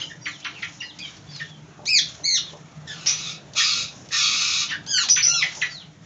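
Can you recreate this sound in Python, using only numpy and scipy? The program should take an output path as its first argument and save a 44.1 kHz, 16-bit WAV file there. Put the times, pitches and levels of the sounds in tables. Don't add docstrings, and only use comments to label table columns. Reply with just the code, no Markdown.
import sys
import numpy as np
from scipy import signal
from scipy.fft import rfft, irfft, next_fast_len
from scipy.io import wavfile
from scipy.ndimage import uniform_filter1d

SR = 44100
rng = np.random.default_rng(int(sys.argv[2]) if len(sys.argv) > 2 else 0)


def inscribe(sig):
    pcm = np.round(np.clip(np.atleast_2d(sig).T, -1, 1) * 32767)
    wavfile.write(sys.argv[1], SR, pcm.astype(np.int16))


def gain_from_decibels(decibels):
    exponent = np.asarray(decibels, float) / 20
    return 10 ** exponent


N = 266805


def evened(x):
    return x / np.sqrt(np.mean(abs(x) ** 2) + 1e-20)


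def read(points, hz):
    point_hz, value = np.transpose(points)
    return np.interp(np.log(hz + 1), np.log(point_hz + 1), value)


def add(mix, start_s, sound):
    part = mix[round(start_s * SR):][:len(sound)]
    part += sound[:len(part)]


def wander(length, width_hz):
    settle = 2000
    noise = rng.standard_normal((length + settle, 2)) @ [1, 1j]
    lowpass = signal.butter(4, np.clip(width_hz / 2, 1, SR / 3), fs=SR, output="sos")
    return evened(signal.sosfilt(lowpass, noise)[settle:])


def band(hz, width_hz, length):
    carrier = np.exp(2j * np.pi * np.cumsum(hz * np.ones(length)) / SR)
    return evened((wander(length, width_hz) * carrier).real)


def unroll(rows):
    s, *columns = np.transpose(rows)
    t = np.arange(s[0], s[-1], 1 / SR)
    return t, [np.interp(t, s, column) for column in columns]


def partial(phase, rough, blur_hz):
    rough = np.clip(rough, 0, 1)
    envelope = np.sqrt(1 - rough) + np.sqrt(rough) * wander(len(phase), blur_hz)
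    return np.sqrt(2) * (envelope * np.exp(1j * phase)).real


def whistle(rows, blur_hz):
    t, (hz, level_db, rough) = unroll(rows)
    tone = partial(2 * np.pi * np.cumsum(hz) / SR, rough, blur_hz)
    return t[0], gain_from_decibels(level_db) * tone * signal.windows.tukey(len(t), .15)


def glide(start_s, length_s, level_db, start_hz, end_hz, bend, rough):
    u = np.linspace(0, 1, num=20)
    hz = start_hz + (end_hz - start_hz) * u ** bend
    ends_db = -8 * (2 * u - 1) ** 2
    return np.transpose([start_s + length_s * u, hz, level_db + ends_db, rough + 0 * u])


def tap(start_s, peak_db, hz, width_hz, t60):
    t = np.arange(0, t60, 1 / SR)
    rise = np.minimum(t / .003, 1)
    return start_s, gain_from_decibels(peak_db - 5.5 - 60 * t / t60) * rise * band(hz, width_hz, len(t))


# frequency_hz, density_db [dB per Hz]
YARD_SPECTRUM = [(12, -50.5), (20, -39), (42, -15.5), (119, 1.5), (156, 3.5), (245, -7), (495, -11),
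                 (1450, -16.5), (2650, -24), (3590, -26), (4730, -65.5), (6550, -30.5), (8000, -20.5),
                 (10400, -62), (17600, -120)]
# time_s, level_db
MOTOR_HUM = [(0, -51), (1.06, -54), (1.3, -33), (1.65, -41), (2.02, -51), (2.5, -41), (2.75, -36),
             (3.1, -41), (4.28, -51.5), (4.72, -57.5), (5.45, -39), (5.6, -48), (6.05, -45)]


def yard():
    frames, hz = N // 512 + 5, np.fft.rfftfreq(2048, 1 / SR)
    real, imag, patches = rng.standard_normal((frames, 1025, 3)).T
    patches = evened(uniform_filter1d(uniform_filter1d(patches, 8, 0), 12, 1))
    spectrum = (real + 1j * imag) * gain_from_decibels(read(YARD_SPECTRUM, hz)[:, None] + 2.5 * patches)
    wash = signal.istft(spectrum, nperseg=2048, noverlap=1536)[1][:N]
    out = gain_from_decibels(-42.5 - 3.5) * evened(wash)
    t, (hum_db,) = unroll(MOTOR_HUM)
    second_db = -55 - .4 * (hum_db - hum_db.mean()) - 1.2 * t
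    second = gain_from_decibels(second_db - 1) * band(300, 30, len(t))
    motor_whine = gain_from_decibels(-58 - 5.5) * band(670, 97, len(t))
    first = gain_from_decibels(hum_db - 5.5) * partial(2 * np.pi * 151 * t, .7, 30)
    add(out, 0, second + motor_whine + first)
    return out


def bouts(rows, rest_db):
    t = np.linspace(0, N / SR, num=1200)
    swells = sum(gain_from_decibels(db) * np.exp(-2 * ((t - s) / half) ** 2) for s, half, db in rows)
    return np.interp(np.arange(N) / SR, t, gain_from_decibels(rest_db) + swells)


# middle_s, half_length_s, level_db
FEATHER_BOUTS = [(.05, .12, -48), (.33, .1, -49), (.68, .2, -51), (1.1, .12, -52), (1.4, .15, -55),
                 (2.1, .15, -46), (2.5, .12, -54), (3.98, .12, -55), (4.72, .06, -50), (5.48, .08, -47),
                 (5.59, .09, -40), (5.72, .1, -51)]
# middle_s, half_length_s, level_db
FOOT_BOUTS = [(0, .07, -37), (.57, .2, -48), (1.1, .14, -51), (1.4, .12, -49), (2.1, .15, -50),
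              (2.48, .08, -51), (2.95, .08, -54), (4.73, .05, -38), (5.5, .08, -41), (5.66, .07, -39),
              (5.84, .05, -54)]


def rustle():
    grain = gain_from_decibels(2.2 * wander(N, 60).real)
    hiss, scuffle = band(6300, 2300, N), band(2900, 3400, N)
    return grain * (bouts(FEATHER_BOUTS, -61) * hiss + bouts(FOOT_BOUTS, -60) * scuffle)


# frequency_hz, t60_s
SHED_DECAY = [(300, .3), (1800, .2), (3800, .3), (7000, .17)]


def shed(x):
    taps = np.zeros(SR // 2)
    at = np.arange(100, len(taps) - 12, 12)
    taps[at + rng.integers(0, 12, len(at))] = rng.choice([-1., 1.], len(at))
    hz, t, spectrum = signal.stft(taps, SR, nperseg=256)
    decay = gain_from_decibels(-60 * t / read(SHED_DECAY, hz)[:, None])
    tail = signal.istft(spectrum * decay, SR, nperseg=256)[1]
    return signal.fftconvolve(x, tail / np.linalg.norm(tail))[:N]


# start_s, length_s, level_db, start_hz, end_hz
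FAR_PEEPS = [(.21, .172, -47, 4850, 2750), (.84, .05, -49, 4250, 4150), (.888, .032, -46, 4120, 2800),
             (1.015, .05, -38, 3410, 2950), (1.285, .13, -46.5, 4720, 3450), (1.42, .04, -46, 3450, 3150),
             (1.48, .08, -51, 3470, 3065), (2.44, .08, -47, 3900, 2820), (3.21, .09, -37, 4000, 3300),
             (5.335, .025, -33, 3386, 3360), (5.38, .025, -39, 3905, 3910), (5.69, .145, -43.5, 4740, 2750),
             (.21, .055, -49, 5720, 5520), (1.3, .11, -49.5, 5300, 4450), (1.27, .07, -55, 3480, 3350),
             (5.69, .06, -50, 5600, 5000)]


def far_peeps(mix):
    for row in FAR_PEEPS:
        add(mix, *whistle(glide(*row, bend=1.7, rough=.35), blur_hz=250))


# start_s, peak_db, centre_hz
CLAW_TICKS = [(0.401, -34, 5600), (0.9877, -26.5, 5950), (1.0984, -44, 6110), (1.1652, -34.5, 6070),
              (1.2401, -46, 6000), (1.3594, -29, 6200), (1.8538, -25, 5930), (3.0294, -44, 5730),
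              (3.5332, -31, 6020), (4.0864, -34, 5560), (4.862, -27, 6000), (5.0858, -9.5, 5960),
              (5.549, -27, 5860)]


def claw_ticks(mix):
    for row in CLAW_TICKS:
        add(mix, *tap(*row, width_hz=6400, t60=.046))


# start_s, peak_db, centre_hz
CRATE_KNOCKS = [
    (1.789, -34, 598),
    (1.829, -33, 597),
    (2.195, -35.5, 606),
    (2.532, -29.5, 600),
    (3.549, -35, 603),
    (4.865, -35.5, 610),
    (5.27, -33, 520),
    (5.329, -33, 500),
    (5.569, -32, 600),
]


def crate_knocks(mix):
    for row in CRATE_KNOCKS:
        add(mix, *tap(*row, width_hz=800, t60=.11))


def chip(start_s, level_db, start_hz, land_hz, ragged_hz):
    hold_s, drop_s = .0195, .007
    t = np.arange(0, 4 * hold_s, 1 / SR)
    hz = land_hz + (start_hz - land_hz) * np.exp(-(t / drop_s) ** 2)
    phase = 2 * np.pi * np.cumsum(hz) / SR
    rough = .3 + ragged_hz / 2000
    swell = t / (.8 * hold_s)
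    swell = swell * np.exp(1 - swell)
    strands = [(1, 0), (.7, -52 + 52 * rough), (1.27, -42 + 45 * rough), (1.6, -30 + 27 * rough),
               (2, -22 + 10 * rough), (3, -26 + 14 * rough)]
    voice = np.zeros(len(t))
    for multiple, db in strands:
        flicker = gain_from_decibels(5 * rough * wander(len(t), 90).real)
        tone = partial(multiple * phase, .9 * rough, 200 + .4 * ragged_hz)
        voice += gain_from_decibels(db) * flicker * tone * swell ** (1.1 + .45 * multiple)
    return start_s, gain_from_decibels(level_db - 2.5 * rough) * voice


# start_s, level_db, start_hz, landing_hz, raggedness_hz
CHIP_CALLS = [(0, -32.5, 3586, 3070, 750), (.095, -38.5, 2130, 1789, 300), (.252, -31, 3940, 1950, 1110),
              (.442, -31.5, 3820, 1920, 1300), (.62, -31, 3455, 1986, 1050), (.8, -34, 2860, 2816, 250),
              (.81, -38, 2920, 1955, 600), (.986, -42.5, 2370, 2460, 400), (1.04, -42, 2930, 2300, 300),
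              (1.394, -30, 2770, 1816, 398), (3.592, -27, 2410, 1813, 400), (4.685, -28.5, 3270, 2900, 900),
              (4.706, -28.5, 2166, 1800, 600), (4.725, -31, 1900, 1650, 550),
              (4.972, -25.5, 3016, 1700, 600), (5.157, -24.5, 4110, 2107, 1200),
              (5.178, -25, 2400, 2300, 900), (5.24, -33, 2514, 2066, 900), (5.416, -19, 3514, 2014, 500),
              (5.612, -20, 3760, 1950, 650)]


def chips(mix):
    for row in CHIP_CALLS:
        add(mix, *chip(*row))


# start_s, length_s, level_db, start_hz, end_hz
STRAND_NOTES = [(3.565, .07, -27, 3300, 3420), (3.605, .1, -25, 4950, 4700), (3.67, .1, -27, 4500, 4090),
                (4.105, .1, -32, 1886, 1727), (4.18, .14, -29, 4640, 4480), (4.17, .16, -28, 3480, 3400),
                (4.13, .12, -28, 5430, 5640), (5.205, .065, -32, 4250, 4880), (4.96, .035, -24, 7330, 7310),
                (0, .025, -38, 6300, 6500), (.278, .016, -41, 7040, 7120), (.412, .035, -45, 2344, 4240),
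                (.53, .08, -43, 3100, 2100), (.785, .028, -51, 3750, 3900), (.815, .04, -42, 5040, 4840),
                (.8, .018, -38.5, 5770, 5750), (.985, .035, -37, 4870, 4670),
                (1.045, .045, -45, 3800, 3700)]


def strands(mix):
    for row in STRAND_NOTES:
        add(mix, *whistle(glide(*row, bend=1.2, rough=.55), blur_hz=500))


def shriek(start_s, length_s, peak_db, start_hz, fade_db):
    top_hz, swoop_s, rise_s, clearing_s = 6000, .016, .012, .05
    t = np.linspace(0, length_s, num=40)
    hz = top_hz + (start_hz - top_hz) * np.exp(-t / swoop_s)
    onset_db = -18 * np.maximum(1 - t / rise_s, 0)
    level_db = peak_db + onset_db + fade_db * (t / length_s) ** 1.5
    rough = .22 + .6 * np.exp(-t / clearing_s)
    return np.transpose([start_s + t, hz, level_db, rough])


# start_s, length_s, peak_db, start_hz, fade_db
SHRIEK_CALLS = [
    (3.058, .15, -17, 5050, -36),
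    (5.09, .13, -12, 5600, -22),
    (5.222, .138, -14, 5274, -15),
]
# start_s, peak_db, centre_hz, width_hz, t60_s
BREATH_BURSTS = [
    (3.058, -19, 4476, 5000, 0.45),
    (3.066, -8, 5500, 1500, 0.09),
    (5.095, -8, 5320, 1200, .12),
    (5.227, -8, 5200, 800, .12),
]


def shrieks(mix):
    for row in SHRIEK_CALLS:
        add(mix, *whistle(shriek(*row), blur_hz=350))
    for row in BREATH_BURSTS:
        add(mix, *tap(*row))


def squawk(rows, throat, blur_hz, shiver, lumps_db):
    t, (hz, effort_db, rough, beak) = unroll(rows)
    jitter = wander(len(t), 537).real + wander(len(t), 30).imag * rough
    phase = 2 * np.pi * np.cumsum(hz * (1 + shiver * jitter)) / SR
    voice, power = 0, 0
    for k in range(1, 10):
        gain = gain_from_decibels(read(throat, k * hz / beak)) * (k * hz < 8800)
        blurred = np.minimum(rough, .8) * min(1, .4 + .25 * k)
        voice = voice + gain * partial(k * phase, blurred, blur_hz * min(k, 4))
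        power = power + gain ** 2
    voice = voice / np.sqrt(power)
    lumps = evened(gain_from_decibels(lumps_db * wander(len(t), 410).real))
    return t[0], gain_from_decibels(effort_db) * voice * lumps * signal.windows.tukey(len(t), .1)


def cry(curve, rough_ends, rough_middle, beak):
    s, hz, effort_db = np.transpose(curve)
    middle = np.sin(np.pi * (s - s[0]) / (s[-1] - s[0]))
    rough = rough_ends + (rough_middle - rough_ends) * middle
    return np.transpose([s, hz, effort_db, rough, beak * (hz / hz.max()) ** .18])


def rasp(start_s, length_s, peak_db, sag_db, release_s):
    pitch_hz, rough, beak, rise_s, edge_db = 1278, .8, .935, .036, -19
    s = start_s + np.array([0, rise_s, length_s - release_s, length_s])
    effort_db = peak_db + np.array([edge_db, 0, sag_db, sag_db + edge_db])
    return [(when, pitch_hz, db, rough, beak) for when, db in zip(s, effort_db)]


# time_s, pitch_hz, effort_db
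HOARSE_WHINE = [(2.865, 1870, -42), (2.88, 1820, -35.5), (2.92, 1700, -35), (2.96, 1394, -42),
                (3.06, 1272, -40)]
# start_s, length_s, peak_db, sag_db [while held], release_s
RASP_CALLS = [
    (3.05, .13, -29, -5, .04),
    (3.14, .24, -36, 3.5, .08),
    (3.543, .367, -19, -8, .1),
    (4.098, .58, -22, -1.5, .04),
]
# frequency_hz, gain_db
RASP_RESONANCES = [(600, -25), (1250, -10.5), (1900, 1.5), (2550, -2.5), (3900, 1), (5200, -1.5), (6400, 2),
                   (7500, -4.5)]


def rasps(mix):
    for rows in [cry(HOARSE_WHINE, .6, .7, .55)] + [rasp(*row) for row in RASP_CALLS]:
        add(mix, *squawk(rows, RASP_RESONANCES, blur_hz=330, shiver=.014, lumps_db=2.4))
        half = np.array(rows) * [1, .5, 1, 1, 1] + [0, 0, -14, 0, 0]
        add(mix, *squawk(half, RASP_RESONANCES, blur_hz=400, shiver=.03, lumps_db=2.4))


# time_s, pitch_hz, effort_db
CLEAR_CRIES = [
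    [(1.856, 1800, -36), (1.874, 2200, -24), (1.89, 2540, -20), (1.911, 2616, -20), (1.943, 2403, -15.5),
     (1.983, 2035, -14.5), (2.0, 1440, -14.5)],
    [(2.232, 1975, -38), (2.244, 2060, -26), (2.26, 2226, -23.5), (2.35, 2065, -18.5), (2.37, 1783, -20),
     (2.39, 1110, -29)],
    [(4.865, 1500, -42), (4.89, 1650, -27), (4.91, 1655, -25), (4.95, 1540, -19), (5.0, 1410, -20),
     (5.03, 1237, -25), (5.07, 620, -35)],
    [(5.27, 1359, -30), (5.33, 1405, -23), (5.37, 1370, -22), (5.402, 1265, -23), (5.428, 996, -32),
     (5.45, 588, -28)],
]
PITCH_SHIVER = [.011, .032, .009, .008]
BEAK_OPENING = [1, .96, 1.05, .84]
# frequency_hz, gain_db
CRY_RESONANCES = [(600, -2), (1250, 0), (1900, -8), (2550, 0), (3900, 7.5), (4700, 7), (5400, -6),
                  (6300, 9), (7500, -4.5)]


def cries(mix):
    for curve, shiver, beak in zip(CLEAR_CRIES, PITCH_SHIVER, BEAK_OPENING):
        rows = cry(curve, .42, .08, beak)
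        add(mix, *squawk(rows, CRY_RESONANCES, blur_hz=150, shiver=shiver, lumps_db=2.5))


# time_s, level_db
YARD_BUSTLE = [(0, -2), (2.4, -1), (3.1, 1), (5.4, 1), (5.75, 0), (5.9, -4), (6.05, -4)]


def ducked(background, chicks):
    power_db = 10 * np.log10(abs(uniform_filter1d(chicks ** 2, 900)) + 1e-12)
    excess_db = np.maximum(uniform_filter1d(power_db, 900) + 24, 0)
    bustle_db = np.interp(np.arange(N) / SR, *np.transpose(YARD_BUSTLE))
    low = signal.sosfiltfilt(signal.butter(2, 280, fs=SR, output="sos"), background)
    return gain_from_decibels(-.05 * excess_db) * low + gain_from_decibels(-1.1 * excess_db + bustle_db) * (background - low)


def scene():
    background = yard() + rustle()
    near, far = np.zeros((2, N))
    for source in (far_peeps, claw_ticks, chips):
        source(far)
    for source in (crate_knocks, strands, shrieks, rasps, cries):
        source(near)
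    direct = gain_from_decibels(-2.5) * near + gain_from_decibels(1.5) * far
    chicks = direct + shed(gain_from_decibels(-4.0) * near + gain_from_decibels(-3.0) * far)
    return (chicks + ducked(background, chicks))[None]


def top_cut(x):
    return signal.sosfilt(signal.butter(12, 8410, fs=SR, output="sos"), x)


# frequency_hz, gain_db
MICROPHONE_RESPONSE = [(25, -14), (60, -2.5), (6400, 1), (7000, -2), (7500, -13.5), (8000, -25.5),
                       (8380, -33), (8450, -71), (22000, -80)]


def record(dry):
    size = next_fast_len(N + 4096)
    response = gain_from_decibels(read(MICROPHONE_RESPONSE, np.fft.rfftfreq(size, 1 / SR)))
    heard = irfft(rfft(dry, size) * response, size)[:, :N]
    return top_cut(heard)


dry = scene()
out = record(dry)
inscribe(out)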